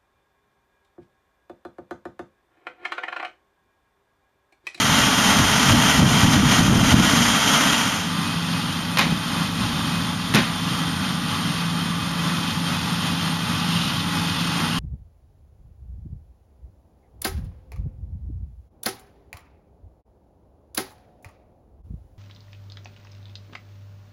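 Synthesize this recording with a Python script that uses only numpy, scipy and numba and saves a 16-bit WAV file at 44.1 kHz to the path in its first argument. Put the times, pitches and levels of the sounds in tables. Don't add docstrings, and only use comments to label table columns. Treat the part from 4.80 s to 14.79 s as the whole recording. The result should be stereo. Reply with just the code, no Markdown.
import sys
import numpy as np
from scipy import signal
from scipy.fft import rfft, irfft, next_fast_len
from scipy.io import wavfile
from scipy.ndimage import uniform_filter1d, map_coordinates
from numba import njit

SR = 44100
rng = np.random.default_rng(int(sys.argv[2]) if len(sys.argv) > 2 else 0)


def inscribe(sig):
    pcm = np.round(np.clip(np.atleast_2d(sig).T, -1, 1) * 32767)
    wavfile.write(sys.argv[1], SR, pcm.astype(np.int16))


N = 440542
TIME, FREQ = np.arange(N) / SR, np.fft.rfftfreq(N, 1 / SR)
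CYCLE_HZ = 15.66


def undb(db):
    return 10 ** (np.asarray(db) / 20)


def unit(x):
    return x / np.sqrt(np.mean(x ** 2))


def curve(rows):
    times, *columns = np.transpose(rows)
    return [np.interp(TIME, times, column) for column in columns]


def resonance(hz, width):
    return 1 / (1 + (2 * (FREQ - hz) / width) ** 2)


def colour(points, modes=()):
    hz, db = np.transpose(points)
    outline = np.interp(np.log(FREQ + 1), np.log(hz), db)
    return undb(outline + sum(peak * resonance(f, width) for f, width, peak in modes))


def shape(x, gain):
    size = next_fast_len(N, True)
    return irfft(rfft(x, size) * np.interp(np.fft.rfftfreq(size, 1 / SR), FREQ, gain), size)[..., :N]


def walk(rate):
    return map_coordinates(rng.standard_normal(1024), [TIME * rate], order=2, mode="wrap")


def stereo(mid, side):
    return np.array([mid + side, mid - side])


def burst(s, db, t60):
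    return (TIME >= s) * undb(db - 60 * np.maximum(TIME - s, 0) / t60) ** 2


def tones(turns, lines, waver_db=0, waver_hz=1):
    return np.sqrt(2) * sum(
        undb(db + waver_db * walk(waver_hz)) * np.sin(2 * np.pi * (k * turns + rng.random()))
        for k, db in lines)


def spray(opens_s=3.2, opening_s=.3, steady_db=-43.5, shift_db=9.0, ring_db=-9, side_db=-8):
    # t/s, half length/s, level/dB
    surges = [(3.78, 0.19, -40), (4.922, 0.18, -36.5), (5.44, .08, -37), (6.65, .2, -38),
              (7.69, 0.069, -33.5), (8.2, 0.44, -36.5), (9.02, .2, -31), (9.58, .15, -31), (9.97, .08, -38)]
    # f/Hz, level/dB
    hiss_colour = [(1200, -25), (2100, -20), (2700, 3), (4500, -2), (6500, -12.5), (13000, -21)]
    # f/Hz, width/Hz, level/dB
    modes = [(2520, 110, 7.5), (2850, 180, 2.5), (3640, 260, -4), (4500, 300, -7), (5220, 300, -10)]
    valve = np.clip((TIME - opens_s) / opening_s, 0, 1)
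    surge_power = sum(undb(db) ** 2 * np.exp(-((TIME - s) / half) ** 2) for s, half, db in surges)
    flow = valve * np.sqrt(undb(steady_db) ** 2 + surge_power)
    drops = rng.standard_normal((2, N)) * undb(2.1 * walk(100))
    rush = unit(shape(drops, colour(hiss_colour)))
    rings = sum(undb(db + shift_db * walk(4)) * shape(drops, resonance(hz, width))
                for hz, width, db in modes)
    mid, side = unit(rush + undb(ring_db) * unit(rings))
    return flow * stereo(mid, undb(side_db) * side)


def second_engine(firing_hz=56.16):
    # multiple of the firing rate, level/dB
    harmonics = [(3, -29.5), (8, -53), (10, -54.5), (15, -49.5)]
    return tones(firing_hz * TIME + 0.016 * walk(2.02), harmonics, waver_db=2, waver_hz=7)


def gust(s, hold, db, rise_db_per_s=450, fall_db_per_s=197):
    early, late = np.maximum(s - TIME, 0), np.maximum(TIME - s - hold, 0)
    return undb(db - rise_db_per_s * early - fall_db_per_s * late) ** 2


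def wind(opposition_db=1.0, common_db=-6, flutter_db=0.5):
    # t/s, level/dB
    breeze = [(0, -30), (0.4, -38), (0.85, -22.5), (2.3, -24), (2.62, -41), (3.8, -50), (4.1, -38.5),
              (5.3, -29.5), (6.3, -45), (10, -49)]
    # t/s, hold/s, level/dB
    gusts = [(0.075, 0.16, -19), (0.468, .04, -22), (0.594, 0.025, -11.5), (0.682, 0.027, -18.5),
             (0.909, 0.042, -8), (1.032, 0.047, -20), (1.201, .06, -6.5), (1.324, 0.033, -12),
             (1.438, 0.052, -7), (1.552, 0.13, -7.5), (1.798, 0.1, -8), (1.902, .13, -6),
             (2.134, 0.069, -5.5), (2.37, 0.043, -15.5), (2.487, 0.033, -21), (4.282, 0.072, -25),
             (4.804, 0.24, -25), (5.52, 0.095, -27), (5.847, .1, -34), (7.28, .06, -29),
             (8.958, 0.024, -25)]
    # f/Hz, level/dB
    rumble_colour = [(20, -21), (32, -13), (50, -8.5), (70, -6), (120, 1), (240, 1.5), (300, -5),
                     (380, -20.5), (700, -20.5), (1500, -24), (4000, -56)]
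    breeze_db, = curve(breeze)
    force = np.sqrt(undb(breeze_db) ** 2 + sum(gust(s, hold, db) for s, hold, db in gusts))
    eddies = shape(rng.standard_normal((2, N)), colour(rumble_colour))
    strength = np.sqrt(uniform_filter1d(eddies ** 2, size=1300, axis=1))
    mid, side = unit(eddies / np.sqrt(strength))
    return force * undb(flutter_db * walk(35)) * stereo(undb(common_db) * mid, undb(opposition_db) * side)


def buffets(t60=0.066, gain_db=-4):
    # t/s, relative level/dB
    slaps = [(0.599, -11), (1.201, -5), (1.225, -1), (1.446, -14), (1.926, -1), (1.976, -3), (2.143, -1),
             (2.2, -6), (2.334, -10), (4.268, -12), (4.321, -13), (4.803, -15)]
    # f/Hz, level/dB
    slap_colour = [(20, -20), (40, -10), (75, -7), (120, -1.5), (240, 0.5), (300, -5), (380, -20),
                   (1500, -25), (4000, -56)]
    power = sum(burst(s, db, t60) for s, db in slaps)
    return undb(gain_db) * shape(rng.standard_normal(N) * np.sqrt(power), unit(colour(slap_colour)))


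def axe(thud_t60=0.11, snap_t60=0.029, yard_t60=0.7, yard_db=-10):
    # t/s, level/dB, ring time/s, relative thud/dB, relative snap/dB
    cracks = [(4.172, -14.5, 0.063, -17, -10), (4.186, -16.5, 0.045, -20, 1), (4.191, -12.5, 0.14, -10, -5),
              (4.21, -17.5, 0.16, -12, -10), (4.228, -21.5, 0.22, -1, -20), (5.539, -18, 0.056, -2, -6),
              (5.547, -14, 0.042, 1, -2), (5.554, -14.5, 0.24, -2, -3), (5.575, -20, 0.12, -4, -15),
              (5.587, -24, 0.33, 2, -10)]
    # f/Hz, level/dB
    shingle_colour = [(150, -15), (410, -19), (500, 3.5), (1000, 2), (2400, 6), (3800, -1), (6000, -8),
                      (13000, -28)]
    # f/Hz, width/Hz, boost/dB
    shingle_modes = [(806, 58, 4), (1070, 130, 7), (1830, 350, 2.5), (2420, 120, 4.5), (2940, 130, 1.5),
                     (3760, 560, 6)]
    snaps = sum(burst(s, db + snap_db, snap_t60) for s, db, _, _, snap_db in cracks)
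    splinters = sum(burst(s, db, ring) for s, db, ring, _, _ in cracks)
    thuds = sum(burst(s, db + thud_db, thud_t60) for s, db, _, thud_db, _ in cracks)
    fibres = colour([(1500, -14), (4000, 4.5), (7000, -1), (13000, -5)])
    shingles = colour(shingle_colour, shingle_modes)
    boards = colour([(70, -34), (140, -8), (200, -3.0), (290, -12.0), (450, -17.5), (1500, -51)])
    grains = unit(rng.standard_normal((3, N)) * undb(1.9 * rng.exponential(size=N)))
    blows = sum(shape(grain * np.sqrt(power), unit(body))
                for grain, power, body in zip(grains, (snaps, splinters, thuds), (fibres, shingles, boards)))
    yard = rng.standard_normal((2, SR)) * undb(-60 * TIME[:SR] / yard_t60)
    yard /= np.linalg.norm(yard, axis=1, keepdims=True)
    return blows + undb(yard_db) * signal.fftconvolve(blows[None], yard, axes=1)[:, :N]


def clatter(turns, knock, fade, uneven_db, repeat):
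    firing = turns * 6
    index = firing.astype(int)
    cylinder = index % 6
    bias = rng.standard_normal(6)
    delays = rng.random(6)
    strength = undb(uneven_db * (bias[cylinder] + rng.standard_normal(2048)[index]))
    envelope = 1 + knock * strength * np.exp(-((firing - delays[cylinder]) % 1) / fade)
    recurring = rng.standard_normal(4096)[(turns % 1 * SR / CYCLE_HZ).astype(int)]
    return unit(envelope * (rng.standard_normal(N) + repeat * recurring))


def panel_ripple(depth_db, spacing_hz=38, from_hz=1800):
    peaks = map_coordinates(rng.standard_normal(2048), [FREQ / spacing_hz], order=2, mode="wrap")
    return undb(depth_db * peaks * FREQ / (FREQ + from_hz))


def din(source, mid_colour, side_colour, panels, pan, lead, flutter_db, ripple_db):
    source = source * undb(flutter_db * walk(11))
    scattered = np.sqrt(1 - lead ** 2) * rng.standard_normal(N)
    side_gain = colour(side_colour, panels)
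    mid = shape(source, colour(mid_colour, panels))
    side = shape(source, 1j * lead * side_gain) + shape(scattered, side_gain)
    left, right = stereo(mid, side) * np.sqrt(SR / 2)
    tilt = colour(pan)
    gain = undb(-1) * np.sqrt(2 / (1 + tilt ** 2)) * panel_ripple(ripple_db)
    return np.array([shape(left, tilt * gain), shape(right, gain)])


def pump_near(clock):
    # f/Hz, level/dB
    mid = [(35, -66.5), (195, -44.5), (279, -44), (372, -65), (429, -59.5), (526, -60.5), (636, -55),
           (910, -52.5), (2336, -57.5), (3111, -55.5), (4044, -61), (6442, -58), (10500, -69), (13500, -74)]
    side = [(35, -67), (180, -52), (360, -93), (1000, -92), (1930, -60.5), (3111, -56.5), (6400, -60),
            (10500, -63.5), (13500, -69)]
    # f/Hz, width/Hz, boost/dB
    panels = [(911, 14, 6), (1187, 22, 1), (1396, 490, 5), (1930, 190, 4), (2810, 35, 6.5), (3080, 24, 0),
              (3166, 210, 6.5), (3680, 61, 0), (4420, 78, -2), (4350, 21, -3), (4950, 35, -3),
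              (6310, 37, 6.5), (8360, 45, 7)]
    # f/Hz, left minus right/dB
    pan = [(300, 0.5), (700, 1), (2200, -1.5), (3500, -2.5), (4700, 7.5), (7000, 7), (13000, 1.5)]
    # f/Hz, level/dB
    whine = [(427, -41.5), (910, -52), (1152, -40.5), (3144, -44)]
    knocks = clatter(CYCLE_HZ * clock, knock=0.45, fade=1.0, uneven_db=3.0, repeat=0.21)
    body = din(knocks, mid, side, panels, pan, lead=0.55, flutter_db=0.62, ripple_db=3)
    return body + tones(clock, whine, waver_db=2.0, waver_hz=18)


def pump_far(clock):
    # f/Hz, level/dB
    mid = [(35, -78), (58, -69), (94, -51), (124, -54), (161, -48.5), (283, -51.5), (390, -69.5),
           (651, -66.5), (1155, -58.5), (2174, -68.5), (3302, -65.5), (6920, -76), (10633, -79),
           (13500, -86.5)]
    side = [(35, -76), (123, -67), (269, -95), (390, -113), (659, -91), (847, -77), (1115, -69.5),
            (1884, -70), (6141, -71.5), (10761, -78.5), (13500, -84)]
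    # f/Hz, width/Hz, boost/dB
    panels = [(848, 17, 5.8), (1190, 23, 1.1), (1947, 83, 5.6), (2520, 26, 10.6), (2960, 39, 1.5),
              (3170, 130, 3.9), (3530, 110, 4), (3610, 68, 2.9), (4430, 73, 5.5), (4660, 36, 3.9),
              (5150, 100, 3.2), (5540, 110, 2.4), (8950, 91, 11.4)]
    # f/Hz, left minus right/dB
    pan = [(1200, 0.5), (2200, -3.5), (4000, -2), (7000, -1), (13000, -4)]
    # f/Hz, level/dB
    whine = [(1152, -54), (1190, -46)]
    knocks = clatter(CYCLE_HZ * clock, knock=0.4, fade=0.38, uneven_db=1.5, repeat=0.35)
    body = din(knocks, mid, side, panels, pan, lead=-0.51, flutter_db=1.0, ripple_db=3.5)
    return body + tones(clock, whine, waver_db=4.5, waver_hz=9.8)


def exhaust(clock):
    # multiple of the cycle rate, level/dB
    harmonics = [(3, -56.5), (6, -44.5), (7, -45), (9, -42), (12, -51), (14, -45.5), (15, -46), (16, -48),
                 (17, -53)]
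    return tones(CYCLE_HZ * clock, harmonics)


def engines():
    # t/s, near gain, far gain
    positions = [(0, 0.98, 0.072), (2.85, 0.92, 0), (3.1, 0.58, 0.053), (3.35, 0.076, 0.86), (10, 0, 1)]
    near_gain, far_gain = curve(positions)
    clock = np.cumsum(1 + .0012 * walk(2.5)) / SR
    hum = exhaust(clock)
    drone = second_engine()
    return hum + near_gain * pump_near(clock) + far_gain * (pump_far(clock) + drone)


def scene():
    return engines() + spray() + axe() + wind() + buffets()


@njit
def follow(size, attack_s, release_s):
    out, level = np.empty(len(size)), 0.
    for i in range(len(size)):
        level += (size[i] - level) / (SR * (attack_s if size[i] > level else release_s))
        out[i] = level
    return out


def record(dry, limit_db=-4, notch_hz=7900, notch_width_hz=560, top_hz=13450):
    envelope = follow(np.abs(dry).max(axis=0), attack_s=.004, release_s=.035)
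    held = np.clip(dry / np.maximum(envelope / undb(limit_db), 1), -1, 1)
    notch = undb(-35 * np.exp(-(2 * (FREQ - notch_hz) / notch_width_hz) ** 2 / 2))
    lowpass = signal.ellip(10, .2, 70, top_hz, fs=SR, output="sos")
    return signal.sosfilt(lowpass, shape(held, notch))


dry = scene()
out = record(dry)
inscribe(out)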